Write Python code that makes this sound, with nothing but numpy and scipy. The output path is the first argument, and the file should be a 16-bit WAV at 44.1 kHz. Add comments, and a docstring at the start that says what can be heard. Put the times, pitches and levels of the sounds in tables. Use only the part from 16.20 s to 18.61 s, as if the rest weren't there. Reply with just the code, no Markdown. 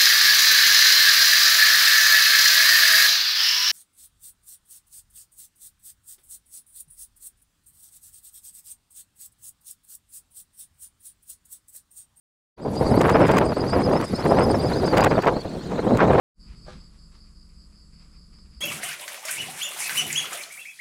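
"""After a short silence the scene fades in: crickets chirp in step five times a second over an engine's rumble.
Their down-swept wing strokes are smeared by garden echoes, while farther insects trill and buzz as pulsing noise.
The engine is wavering sine lines over low noise. Close by, grains of noise scuff and rustle, with light ticks,
and blows in quick succession ring a hollow body as one knock. Soft low bumps come from a moved microphone.
Still evening air, a softly wavering noise, lies under it all."""
import sys
import numpy as np
from scipy import signal
from scipy.fft import rfft, irfft
from scipy.io import wavfile
from scipy.ndimage import uniform_filter1d

SR = 44100
rng = np.random.default_rng(int(sys.argv[2]) if len(sys.argv) > 2 else 0)


def to_wav(s):
    """Save 16-bit WAV."""
    ch = np.atleast_2d(s).T  # columns
    pcm = np.round(np.clip(ch, -1, 1) * 32767)  # PCM
    wavfile.write(sys.argv[1], SR, pcm.astype(np.int16))


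N = 106104


def undb(db):
    """Decibels to gain."""
    return 10 ** (np.asarray(db) / 20)


def level(x, db):
    """Set the rms level in dB."""
    return x * undb(db) / np.sqrt(np.mean(x ** 2) + 1e-30)


def clock():
    """Time of each sample in seconds."""
    return np.arange(N) / SR


def noise():
    """White noise for the whole scene."""
    return rng.standard_normal(N)


def walk(rate):
    """Random levels held 1 / rate s and smoothed twice into a slow drift; spread near 1."""
    hold = int(SR / rate)
    steps = np.repeat(noise()[:N // hold + 1], hold)
    return 1.3 * uniform_filter1d(uniform_filter1d(steps, hold), hold)[:N]


def wavering_phase(hz, depth, rate):
    """Running cycle count of a rate in Hz that drifts by a share of itself."""
    return np.cumsum(hz * (1 + depth * walk(rate))) / SR


def colour(x, points):
    """Shape a sound's spectrum by (Hz, dB) points, to rms 1."""
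    hz, db = np.array(points).T
    f = np.maximum(np.fft.rfftfreq(N, 1 / SR), 1)
    gain = undb(np.interp(np.log(f), np.log(hz), db))
    return level(irfft(rfft(x) * gain, N), 0)


def ring(x, hz, width):
    """A steep resonance of four equal poles, to rms 1."""
    f = np.fft.rfftfreq(N, 1 / SR)
    return level(irfft(rfft(x) / (1 + 1j * (f - hz) / width) ** 4, N), 0)


# Colour of still evening air. Each row: frequency in Hz, density in dB per Hz.
AIR_COLOUR = [(200, -0.5), (450, 1.5), (850, -8.5), (1050, -1), (1230, 0.5), (1700, -8), (3400, -12.5),
              (6000, -12), (9200, -12.5), (11000, -12), (12000, -34.5), (14000, -29)]
AIR_DB = -68.5


def air():
    """Coloured noise whose level wavers softly by about 1 dB."""
    return colour(noise(), AIR_COLOUR) * undb(AIR_DB + walk(10.42))


# Engine hum lines. Each row: frequency in Hz, level in dB.
HUM_LINES = [(26.6, -53.5), (53.1, -54.5), (67.5, -61), (79.5, -66), (100, -70), (167.5, -63.5), (211, -65),
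             (302.5, -74), (363, -83)]
HUM_WAVER, HUM_FLUTTER_DB = 0.0041, 1  # pitch drift as a share, level drift in dB
# Colour of the engine's rumble. Each row: frequency in Hz, density in dB per Hz.
RUMBLE_COLOUR = [(10, -9), (22, -4.5), (38, 3.5), (60, -6), (95, -11.5), (160, -5), (215, -11), (250, -16),
                 (330, -23), (500, -30)]
# Swell of the rumble. Each row: time in seconds, level in dB.
RUMBLE_LEVEL = [(.18, -53.5), (.27, -47), (0.561, -45), (.68, -54), (1.2, -57), (1.85, -54.5), (2.4, -53.5)]


def engine(top_hz=450):
    """Hum lines that waver in pitch and level, over low-passed noise that swells and sinks."""
    hum = np.zeros(N)
    for hz, db in HUM_LINES:
        phase = rng.random() + wavering_phase(hz, HUM_WAVER, 6.03)
        flutter = undb(HUM_FLUTTER_DB * walk(7.926))
        hum += level(np.sin(2 * np.pi * phase) * flutter, db)
    low_pass = signal.butter(4, top_hz, fs=SR, output="sos")
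    rumble = signal.sosfilt(low_pass, colour(noise(), RUMBLE_COLOUR))
    return hum + rumble * undb(np.interp(clock(), *np.array(RUMBLE_LEVEL).T))


def trill(hz, width, rate, depth=0.16):
    """A far insect's rasp: noise in a wing resonance, throbbing at its stroke rate."""
    throb = 1 + depth * np.sin(2 * np.pi * wavering_phase(rate, .05, 8))
    return level(ring(noise(), hz, width) * throb, 0)


# Steady trills of farther insects.
# Each row: pitch in Hz, half-width of each resonance pole in Hz, pulses per second, level in dB.
TRILLS = [(4624, 26, 12, -78.5), (5125, 24, 78, -77), (4760, 600, 39, -68), (7160, 790, 73, -77.5),
          (7920, 900, 48, -76), (10340, 720, 130, -80), (13200, 700, 80, -91)]
# Short high buzzes. Each row: start in seconds, length in seconds, pitch in Hz, level in dB.
BUZZES = [(0.354, 0.35, 7790, -72), (.76, 0.21, 7590, -74.5), (1.35, .17, 7820, -75.5),
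          (1.586, 0.347, 7700, -77), (2.117, .16, 8110, -79)]


def insects(buzz_width_hz=260, buzz_rate=150, edge_s=0.033):
    """Wing rasps held as steady trills, joined by rasps gated into short buzzes."""
    t = clock()
    out = sum(undb(db) * trill(hz, width, rate) for hz, width, rate, db in TRILLS)
    for start, length, hz, db in BUZZES:
        gate = np.clip(np.minimum(t - start, start + length - t) / edge_s, 0, 1)
        out = out + undb(db) * gate * trill(hz, buzz_width_hz, buzz_rate)
    return out


# Soft low bumps as the microphone is moved. Each row: peak in seconds, level in dB.
BUMPS = [(.31, -38), (0.577, -43), (1.38, -45), (1.52, -43.5), (1.975, -43.5), (2.119, -43.5), (2.26, -44),
         (2.379, -39)]
BUMP_HZ, BUMP_S = 57.61, 0.018


def bumps():
    """A few slow cycles of the microphone's housing for each small jolt."""
    t, out = clock(), np.zeros(N)
    for peak, db in BUMPS:
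        swell = np.exp(-((t - peak) / BUMP_S) ** 2)
        out += undb(db) * swell * np.sin(2 * np.pi * (BUMP_HZ * t + rng.random()))
    return out


# Scuffs and rustles.
# Each row: peak in seconds, rise in seconds, decay in seconds, level in dB, share of thin rasp from 0 to 1.
SCUFFS = [(0.326, 0.061, 0.049, -59, 0.24), (0.491, 0.026, 0.076, -49, 0.04),
          (0.533, 0.025, 0.019, -58, 0.07), (.755, 0.043, 0.036, -65.5, 0.04),
          (0.927, .01, 0.02, -62, 0.12), (.953, .012, 0.046, -61, .05), (1.07, 0.032, 0.045, -72, 0.6),
          (1.31, 0.025, 0.07, -73.5, 0.9), (1.53, 0.015, 0.023, -71, 0.7),
          (1.74, 0.018, 0.056, -68.5, 0.45), (1.819, 0.034, 0.092, -63.5, .1),
          (1.94, 0.014, 0.046, -70.5, 0.55), (2.135, .012, 0.049, -64.5, 0.22),
          (2.261, .012, 0.033, -67, 0.28), (2.335, 0.022, 0.093, -67.5, 0.26)]
# Colour of the scuffs, ticks and knock contacts. 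Each row: frequency in Hz, density in dB per Hz.
SCUFF_COLOUR = [(150, 9), (400, -2.5), (850, -1.5), (1200, 5), (2400, -7.5), (4300, -2.5), (7000, -14),
                (10500, -22.5), (14000, -50)]
GRAINS_PER_S, GRAIN_SPREAD_DB = 5000, 1.5
RASP_HZ, RASP_WIDTH_HZ = 2364, 880


def scuffs():
    """Gritty rubbing: random grains that swell and die, partly through a thin rasping resonance."""
    t, out = clock(), np.zeros(N)
    hits = rng.random(N) < GRAINS_PER_S / SR
    grit = hits * noise() * undb(GRAIN_SPREAD_DB * noise())
    broad = colour(grit, SCUFF_COLOUR)
    thin = ring(grit[::-1], RASP_HZ, RASP_WIDTH_HZ)  # reversed so the two parts do not line up
    for peak, rise, decay, db, share in SCUFFS:
        share = np.clip(share, 0, 1)
        swell = np.exp(-np.where(t < peak, ((t - peak) / rise) ** 2, (t - peak) / decay))
        out += undb(db) * swell * (np.sqrt(1 - share) * broad + np.sqrt(share) * thin)
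    return out


# Light dry ticks. Each row: start in seconds, starting level in dB.
TICKS = [(2.186, -52.5), (2.258, -78)]
TICK_DECAY_S = .004


def ticks():
    """Noise that starts at once and dies within milliseconds."""
    t = clock()
    envelope = sum(undb(db) * (t >= start) * np.exp(-abs(t - start) / TICK_DECAY_S) for start, db in TICKS)
    return colour(noise(), SCUFF_COLOUR) * envelope


# Blows heard together as one knock. Each row: start in seconds, level in dB.
KNOCKS = [(.463, -52.5), (0.479, -48.5), (.482, -42)]
# Ring of the knocked body. Each row: mode in Hz, level in dB relative to the blow, time to fall 60 dB in seconds.
BODY_MODES = [(371, -5, 0.29), (505, -5.5, 0.25), (609, 3, 0.061), (702, -1.5, 0.045), (800, -6.5, .15),
              (1030, -33, 0.1), (1206, -8, 0.21), (1300, -15, 0.16), (1562, -13, 0.18), (1663, -10.5, 0.2)]
CONTACT_S, ATTACK_S = 0.0034, 0.00077


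def knocks(click_db=-10):
    """Soft blows ring the modes of a hollow body, each with a short contact noise."""
    t, out = clock(), np.zeros(N)
    for start, db in KNOCKS:
        age = np.maximum(t - start, 0)
        modes = np.zeros(N)
        for hz, mode_db, t60 in BODY_MODES:
            decay = np.exp(-np.log(1000) * age / t60)
            modes += undb(mode_db) * np.sin(2 * np.pi * (hz * age + rng.random())) * decay
        click = undb(click_db) * colour(noise(), SCUFF_COLOUR) * np.exp(-age / CONTACT_S)
        attack = 1 - np.exp(-age / ATTACK_S)  # zero until the blow
        out += undb(db) * attack * (modes + click)
    return out


GARDEN_T60_S, GARDEN_DB = 0.6, -6


def garden(x):
    """Add the dense echoes of leaves and walls as a decaying noise tail."""
    tail = noise() * np.exp(-np.log(1000) * clock() / GARDEN_T60_S)
    return x + undb(GARDEN_DB) * signal.fftconvolve(x, tail / np.linalg.norm(tail))[:N]


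# Cricket chirps. Each row: start in seconds, length in seconds, level in dB relative to the other chirps,
# pitch in Hz at mid-stroke and mid-chirp.
CHIRPS = [(0.191, 0.1128, 1.5, 4784), (.345, .16, 3, 4775), (0.561, 0.1344, 2, 4770),
          (0.761, 0.1206, 1, 4744), (.94, 0.15, 0, 4775), (1.138, 0.13, -1, 4790), (1.329, 0.15, -1, 4784),
          (1.525, .14, 0, 4790), (1.719, 0.139, 0.5, 4805), (1.908, 0.17, 0.5, 4816),
          (2.107, 0.15, 1, 4843), (2.304, 0.15, 1, 4803)]
STROKE_RATE_HZ, STROKE_FALL_HZ, CHIRP_SAG_HZ = 120, 1060, 80.44
STROKE_JITTER, PITCH_SPREAD = .14, 0.003984  # drifts as a share of rate and of pitch


def cricket():
    """Chirps made of quick wing strokes, each a tone that falls in pitch; the pitch sags through a chirp."""
    t = clock()
    rows = np.array(CHIRPS)
    latest = np.maximum(np.searchsorted(rows[:, 0], t) - 1, 0)
    start, length, db, pitch_hz = rows[latest].T
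    progress = np.clip((t - start) / length, 0, 1)
    chirp = undb(db) * np.sqrt(np.sin(np.pi * progress).clip(0))
    stroke = (rng.random() + wavering_phase(STROKE_RATE_HZ, STROKE_JITTER, 50)) % 1  # 0-1 in each stroke
    swept_hz = pitch_hz - STROKE_FALL_HZ * (stroke - .5) - CHIRP_SAG_HZ * (progress - .5)
    tone = np.sin(2 * np.pi * wavering_phase(swept_hz, PITCH_SPREAD, 60))
    return chirp * np.minimum(2 * np.sin(np.pi * stroke), 1) * tone


# Passband of the crickets' wings. Each row: frequency in Hz, gain in dB.
WING_PASSBAND = [(4000, -28), (4250, -11), (4400, -2), (4650, 0), (5000, 1), (5160, 2), (5270, -6),
                 (5450, -24)]
CRICKET_DB = -61.5


def chorus(count=3):
    """Several crickets keep in step, their strokes held within the wings' passband."""
    wings = colour(sum(cricket() for _ in range(count)), WING_PASSBAND)
    return level(garden(wings), CRICKET_DB)


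def scene():
    """Air, engine and far insects behind the handling sounds and the crickets."""
    background = air() + engine() + insects()
    handling = bumps() + scuffs() + ticks() + knocks()
    return (background + handling + chorus())[None]


FADE_START_S, FADE_END_S = 0.14, 0.21
TOP_HZ = 14200


def record(dry):
    """Fade in from silence and cut the top with a steep low-pass."""
    fade = np.clip((clock() - FADE_START_S) / (FADE_END_S - FADE_START_S), 0, 1) ** 2.19
    low_pass = signal.ellip(8, .2, 70, TOP_HZ, fs=SR, output="sos")
    return signal.sosfilt(low_pass, dry * fade)


dry = scene()
out = record(dry)
to_wav(out)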